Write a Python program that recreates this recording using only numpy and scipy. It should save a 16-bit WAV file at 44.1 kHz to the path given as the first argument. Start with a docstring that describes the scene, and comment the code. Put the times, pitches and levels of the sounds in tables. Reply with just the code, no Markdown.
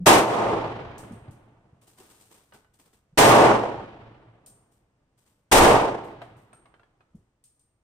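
"""Three slow pistol shots under the timber roof of a concrete-walled range, heard from a few metres behind.
Each is shaped noise: a bright crack, a push of gas, a boom in the shelter and a roll off the earth bank;
a limiter flattens it into a long blast. In between, brass cases ring as decaying modes, cases and debris
knock on timber, shoes grind gravel as clumped noise and the hand-held camera is bumped, a damped low tone.
Beneath lies low-weighted background noise whose level drifts and drops near the end."""
import sys
import numpy as np
from scipy import signal
from scipy.io import wavfile

SR = 44100
rng = np.random.default_rng(int(sys.argv[2]) if len(sys.argv) > 2 else 0)


def persist_wave(psi):
    """Save psi, clipped to +-1, as 16-bit WAV."""
    counts = np.round(np.clip(psi, -1, 1) * 32767).astype(np.int16)
    wavfile.write(sys.argv[1], SR, np.atleast_2d(counts).T)


N = 345303
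FRAME = 4096  # samples in one short-time spectrum
HZ = np.fft.rfftfreq(FRAME, 1 / SR)[:, None]  # frequency axis of every spectrum
BRIEF = np.arange(24576) / SR  # time axis of a brief sound (s)


def amp(db):
    """Level: decibels become an amplitude ratio."""
    return 10 ** (np.asarray(db) / 20)


def read(points):
    """Spectrum: a table over frequency is interpolated on a logarithmic axis."""
    hz, value = np.transpose(points)
    return np.interp(np.log(HZ + 1), np.log(hz + 1), value)


def add(mix, s, sound):
    """Superposition: a sound is added at time s; whatever falls outside the mix is cut off."""
    start = round(s * SR)
    sound = sound[..., max(-start, 0):]
    part = mix[:, max(start, 0):][:, :sound.shape[-1]]
    part += sound[..., :part.shape[1]]


def decay(t, t60):
    """Exponential decay: the level falls by 60 dB in t60 seconds."""
    return np.exp(-np.log(1000) * t / t60)


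def strike(t, rise, t60=np.inf):
    """Impact envelope: a quick swell, then an exponential decay."""
    return (1 - np.exp(-(t / rise) ** 2)) * decay(t, t60)


def peak(hz, width, db):
    """Resonance: a bell-shaped lift in dB over frequency (a dip if db is negative)."""
    return db / (1 + ((HZ - hz) / width) ** 2)


def lowpass_db(hz, order):
    """Low-pass slope: the level in dB falls ever faster above hz."""
    return -20 * np.log10(1 + (HZ / hz) ** order)


def lumps(size, span):
    """Smoothed noise: random swings of unit size, each lasting about span seconds."""
    kernel = np.hanning(round(span * SR) + 3)
    return signal.oaconvolve(rng.standard_normal(size), kernel / np.linalg.norm(kernel), "same")


def near_echoes():
    """Comb filtering: near surfaces throw every sound back, which ripples its spectrum."""
    # early reflections: delay/s, strength/(relative amplitude)
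    echoes = [(.0034, 0.039), (.0066, .1), (.0091, .1), (0.0145, .12), (.0187, .13), (0.025, .13)]
    return abs(1 + sum(strength * np.exp(-2j * np.pi * HZ * delay) for delay, strength in echoes))


def two_ports(first, second):
    """Spatial coherence: two independent noises become a partly correlated left and right."""
    # coherence of the two microphone ports: f/Hz, likeness/(0 to 1)
    likeness = [(130, .985), (300, .9), (520, .55), (1100, .55), (1700, .28), (4500, .1), (8000, .3),
                (12000, .78)]
    # phase by which left leads: f/Hz, phase/rad
    phase_lead = [(60, 0), (350, .08), (600, .4), (1200, .45), (2400, 3.1), (5800, 12.7), (11000, 22),
                  (15500, 34)]
    # left minus right: f/Hz, level/dB
    balance = [(60, 0.5), (110, -0.5), (200, 0.5), (380, -1.0), (700, -1.5), (1290, -1), (2380, -1),
               (4400, -0.5), (8120, 4.5), (15000, 2)]
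    same = np.clip(read(likeness), 0, 1)
    side = amp(read(balance) / 2)  # each port takes half the difference
    left = first * (side * np.exp(1j * read(phase_lead)))
    right = (same * first + np.sqrt(1 - same ** 2) * second) / side
    return np.array([left, right])


def diffuse(colour_db, t60=np.inf, size=len(BRIEF)):
    """Diffuse field: dense noise at both ports, near unit level at first, each frequency with its own t60."""
    noise = rng.standard_normal((2, size))
    _, t, (first, second) = signal.stft(noise, SR, nperseg=FRAME)
    gain = amp(colour_db) * near_echoes()
    gain = gain / np.sqrt(np.mean(gain ** 2)) * decay(t, t60)
    return signal.istft(two_ports(first, second) * gain, SR, nperseg=FRAME)[1][:, :size]


def background():
    """Coloured noise: low-weighted background noise, its level drifting and dropping near the end."""
    # spectrum of the background: f/Hz, relative level/dB
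    background_colour = [(20, -3), (55, -1), (120, -2), (250, -11), (500, -14), (1000, -19.5),
                         (2000, -24.5), (4000, -33), (8500, -34.5), (12000, -48), (16000, -55.5)]
    # slow drift about the base level: t/s, level/dB
    drift = [(2, 1), (5, -1), (7.2, -0.5), (7.45, -4)]
    base_db = -70
    level_db = base_db + np.interp(np.arange(N) / SR, *np.transpose(drift))
    return amp(level_db) * diffuse(read(background_colour), size=N)


def bump(db, hz, length):
    """Heavily damped vibration: a soft, brief low tone with a dull rub of low noise."""
    t = BRIEF
    rub_db = -13  # relative to the thud; the rub of fingers on the camera
    thud = np.sin(2 * np.pi * hz * t) * np.sin(np.pi * t / length) ** 2 * (t < length)
    rub = diffuse(lowpass_db(260, order=3)) * strike(t, rise=.004, t60=0.34)
    return amp(db) * (thud + amp(rub_db) * rub)


def step(grit_db, weight_db, t60):
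    """Granular friction: a sole grinds fine grit and coarser stones in clumps over a dull tread."""
    # spectrum of fine grit: f/Hz, relative level/dB
    grit = [(1200, -22), (3000, -7), (6500, -4), (8400, 2), (11400, -6.5), (14800, -6), (16000, -21)]
    # spectrum of coarser stones: f/Hz, relative level/dB
    crunch = [(500, -10), (1100, -2), (2000, -4.5), (3200, -6), (4500, -9.5), (8000, -16), (16000, -33)]
    # spectrum of the dull tread: f/Hz, relative level/dB
    tread = [(60, -17), (200, -2.5), (430, -2), (600, -8.5), (850, -6.5), (2000, -21), (8000, -69)]
    crunch_db = -2 + .55 * weight_db  # relative to grit; more weight turns more stones
    clump_db = 1.8
    rise = .022 * t60  # a slow step also swells slowly
    power = 0
    for colour, db in (grit, 0), (crunch, crunch_db), (tread, weight_db):
        unit_power = np.mean(amp(read(colour)) ** 2)
        power = power + amp(read(colour) + grit_db + db) ** 2 / unit_power
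    clumps = amp(clump_db * lumps(len(BRIEF), span=.006))
    grind = np.sqrt(power.mean()) * diffuse(10 * np.log10(power))
    return grind * clumps * strike(BRIEF, rise, t60)


def tick():
    """Contact noise: a small hard thing strikes, bright and brief; the shelter answers briefly."""
    # spectrum of the contact: f/Hz, relative level/dB
    tick_colour = [(300, -52), (2500, -13), (5500, -6), (8500, -1.5), (11000, -6.5), (14500, -17),
                   (16000, -14)]
    contact = strike(BRIEF, rise=0.00055, t60=0.13)
    answer = amp(-9.5) * strike(BRIEF, rise=0.022, t60=0.62)
    return diffuse(read(tick_colour)) * (contact + answer)


def knock(db, hz):
    """Impact on a resonant body: a small thing knocks on timber, which rings; the shelter answers briefly."""
    # spectrum of the body of the knock: f/Hz, relative level/dB
    knock_colour = [(100, -21), (450, 0), (750, 2), (1400, -0.5), (2500, -9.5), (4000, -15.5), (7000, -37),
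                    (16000, -52)]
    t = BRIEF
    # the struck spot lifts its own frequency and leaves a shallow dip an octave above
    struck_db = peak(hz, width=27, db=14) + peak(2 * hz, width=70, db=-3)
    contact = strike(t, rise=0.00054, t60=0.046)
    answer = amp(-15.5) * strike(t, rise=.01, t60=0.53)
    body = diffuse(read(knock_colour) + struck_db) * (contact + answer)
    ring_db, tick_db = -12, -31  # relative to the body
    upper_db, upper_ratio = -4, 1.94  # relative to the main ring
    tones = np.sin(2 * np.pi * hz * t) + amp(upper_db) * np.sin(2 * np.pi * upper_ratio * hz * t)
    ring = tones * strike(t, rise=.0005, t60=0.12)
    return amp(db) * (body + amp(ring_db) * ring + amp(tick_db) * tick())


def bounces(count):
    """Restitution: a case bounces to rest, every hop shorter and weaker, each on a slightly different spot."""
    start_s, start_db, spot_hz = 6.529, -46, 1403
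    first_hop_s, hop_kept = .127, .66  # each hop lasts this share of the one before
    hop_loss_db = 2.5
    hop = np.arange(count)
    times = start_s + first_hop_s * (1 - hop_kept ** hop) / (1 - hop_kept)  # geometric sum of hops
    levels_db = start_db - hop_loss_db * hop
    spots_hz = spot_hz * rng.uniform(0.763, 1.237, count)
    return list(zip(times, levels_db, spots_hz))


def clink(tick_db, ring_db, ring_hz):
    """Modal ringing: a contact tick and a ringing brass tube, its upper modes stronger the harder the hit."""
    # upper modes at a hard hit: ratio/(multiple of the main ring), level/dB, t60/s
    upper_modes = [(.86, -15, .48), (.872, -14, 0.41), (1.615, -7, 0.21)]
    t = BRIEF
    # a tick of hard_db or more wakes the upper modes fully; a softer one leaves mostly the main ring
    hard_db, wake_slope = -52.5, 1.4  # slope in dB per dB
    upper_db = wake_slope * min(tick_db - hard_db, 0)
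    split_hz = 45
    modes = [(1, -1, 0.5), (1 + split_hz / ring_hz, -3, 0.2)]  # the main ring is a beating pair
    modes += [(ratio, db + upper_db, t60) for ratio, db, t60 in upper_modes]
    tube = sum(amp(db) * np.exp(2j * np.pi * ring_hz * ratio * t) * decay(t, t60) for ratio, db, t60 in modes)
    port_phase = np.exp(1j * rng.uniform(-2.0, 1, (2, 1)))  # out of step at the two ports
    ring = (tube * port_phase).real * strike(t, rise=0.00043)
    return amp(tick_db) * tick() + amp(ring_db) * ring


def standing_waves():
    """Room modes: standing waves of the shelter lift narrow bands."""
    # shelter resonances: f/Hz, width/Hz, level/dB
    shelter = [(114.6, 7.2, 16), (335.6, 2.4, 5.5), (397.7, 16, 2), (434, 3.3, 2.5), (692, 7, 6),
               (810, 4.3, 8.5), (900, 3, 1.5), (1460, 5.6, 3)]
    return sum(peak(*wave) for wave in shelter)


def far_roll(t):
    """Late reverberation: a slow roll returns from the surroundings, its treble dying first."""
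    # spectrum of the roll: f/Hz, relative level/dB
    roll_colour = [(20, -9), (80, -5.5), (200, -2), (400, -3), (900, -3.5), (1500, -8.5), (3000, -13.5),
                   (6000, -28.5), (10000, -35.5), (16000, -56.5)]
    # decay of the roll: f/Hz, t60/s
    roll_t60 = [(60, 2.4), (400, 2.045), (1200, 1.865), (4000, 1.603), (12000, 1.1)]
    return diffuse(read(roll_colour) + standing_waves(), read(roll_t60), len(t)) * strike(t, rise=.1)


def shelter_boom(t):
    """Reverberation in an enclosure: the boom between roof and walls, coloured by their standing waves."""
    # spectrum of the boom: f/Hz, relative level/dB
    boom_colour = [(20, -24.5), (75, -20.5), (220, -9), (400, -4.5), (600, -3.5), (900, -2.5), (1150, -6.5),
                   (1500, -13), (2800, -17), (4300, -25), (9000, -31.5), (12000, -42), (16000, -51.5)]
    # decay of the boom: f/Hz, t60/s
    boom_t60 = [(40, 0.53), (150, 0.71), (400, 0.75), (1000, 0.69), (3000, 0.57), (8000, 0.53),
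                (14000, 0.44)]
    built_up = 0.88  # share of the lift: the standing waves are still growing during the boom
    colour_db = read(boom_colour) + built_up * standing_waves()
    return diffuse(colour_db, read(boom_t60), len(t)) * strike(t, rise=0.015)


def gas_push():
    """Volume source: expanding muzzle gas gives a low push."""
    return diffuse(lowpass_db(65, order=4)) * strike(BRIEF, rise=0.0067, t60=.5)


def muzzle_crack():
    """Impulsive shock: a bright broadband crack, with a short, brighter treble burst 12 ms after it begins."""
    # spectrum of the crack: f/Hz, relative level/dB
    crack_colour = [(30, -21), (300, -3), (900, 0.5), (2500, -3), (4500, -8.5), (8500, -8), (11500, -15),
                    (15000, -19.5), (16000, -26.5)]
    burst_s, burst_db, burst_hz = 0.012, -5, 7000  # delay, level relative to the crack, lower edge
    crack = diffuse(read(crack_colour)) * strike(BRIEF, rise=0.012, t60=0.35)
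    highpass_db = -20 * np.log10(1 + (burst_hz / (HZ + 1)) ** 2)
    burst = diffuse(read(crack_colour) + highpass_db) * strike(BRIEF, rise=0.0014, t60=0.054)
    add(crack, burst_s, amp(burst_db) * burst)
    return crack


def shot(crack_db, boom_db, roll_db, push_db):
    """Direct sound and reverberation: crack and gas push over the boom and the far roll."""
    t = np.arange(round(2.4 * SR)) / SR
    uneven_db = 1.2
    blast = amp(boom_db) * shelter_boom(t) + amp(roll_db) * far_roll(t)
    blast = blast * amp(uneven_db * lumps(len(t), span=0.02))  # echoes arrive in clusters
    add(blast, 0, amp(crack_db) * muzzle_crack() + amp(push_db) * gas_push())
    return blast


def scene():
    """Superposition: small sounds and shots are summed over the background noise."""
    # soft low bumps on the camera, and one dull footfall (at 1.985 s): t/s, thud level/dB, f/Hz, length/s
    bump_events = [(-.015, -31, 178.5, 0.081), (.867, -36, 106.6, 0.031), (1.102, -33.5, 238, 0.019),
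                   (1.122, -34.5, 210, .023), (1.218, -41.5, 118, 0.018), (1.276, -33, 114.4, .028),
                   (1.724, -46, 131, 0.02), (1.985, -50.5, 374, 0.04), (3.123, -50, 139, 0.023),
                   (7.142, -39.5, 188.6, .023)]
    # shoes on gravel: t/s, grit level/dB, weight (tread relative to grit)/dB, t60/s
    step_events = [(1.81, -62.5, -1, 0.31), (1.864, -58, -6.5, 0.44), (1.96, -56, 0, 0.94),
                   (2.09, -58, -2.5, 0.59), (2.187, -57.5, -6.5, 0.58), (2.298, -57, -1, 0.69),
                   (2.53, -57.5, 6.5, 0.3), (2.734, -64.5, -5, 0.23), (2.785, -59, -2.5, 0.31),
                   (2.85, -66, 3, 0.27), (2.924, -65, 0.5, .3), (4.71, -69, -16, 0.36),
                   (5.17, -69, -5.5, 0.52), (5.25, -69.5, -1.5, 0.55), (6.035, -61, -22, .33),
                   (6.36, -68.5, -17, .5)]
    # dull knocks of cases and debris on timber: t/s, level/dB, resonance of the struck spot f/Hz
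    knock_events = [(1.281, -52, 600), (2.522, -46, 1500), (2.645, -57.5, 1506), (6.217, -33, 675),
                    (7.006, -55, 1293)]
    # brass cases clinking on stone, and one faint dry click beside a bump (at 7.152 s):
    # t/s, tick level/dB, ring level/dB, ring f/Hz
    clink_events = [(.98, -47.5, -58, 8430), (1.12, -60.5, -62.5, 8560), (1.309, -61, -78, 8560),
                    (4.461, -52.5, -50, 8590), (6.531, -68, -57, 8600), (7.152, -73, -87, 8560),
                    (7.439, -58.5, -57.5, 8580), (7.594, -69.5, -65.5, 8620)]
    # shots ahead of the limiter: t/s, crack level/dB, boom level/dB, roll level/dB, gas push level/dB
    shot_events = [(.058, 17.5, 19.5, -15.5, -3), (3.173, 12, 14, -23, -7), (5.513, 5.5, 6.5, -29.5, -2)]
    mix = background()
    sources = [(bump, bump_events), (step, step_events), (knock, knock_events + bounces(count=5)),
               (clink, clink_events), (shot, shot_events)]
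    for source, events in sources:
        for s, *settings in events:
            add(mix, s, source(*settings))
    return mix


def limit(x, ceiling_db, window):
    """Look-ahead limiting: the smoothed level is held near a ceiling until the blast dies down below it."""
    kernel = np.hanning(round(window * SR))
    power = abs(signal.oaconvolve((x ** 2).mean(0), kernel / kernel.sum(), "same"))
    return x / (1 + (power / amp(ceiling_db) ** 2) ** 3) ** (1 / 6)


def record(dry):
    """Dynamic compression: limiter, sag in level during the first blast, rounded peaks and band limits."""
    # sag of the level during the first blast: t/s, level/dB
    sag = [(.06, 3), (.12, 1), (.18, -3), (.26, -12), (.36, -11.5), (.46, -8), (.54, -2.5), (.62, -1.5)]
    sag_db = np.interp(np.arange(N) / SR, *np.transpose(list(sag) + [(.72, 0)]))  # back to 0 dB at 0.72 s
    held = limit(dry, ceiling_db=-11.3, window=0.021) * amp(sag_db)
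    rounded = held / (1 + held ** 6) ** (1 / 6)
    highpass = signal.butter(2, 18, "high", fs=SR, output="sos")
    lowpass = signal.firwin(401, 15900, window=("kaiser", 9), fs=SR)
    return signal.oaconvolve(signal.sosfilt(highpass, rounded), lowpass[None], "same")


dry = scene()
out = record(dry)
persist_wave(out)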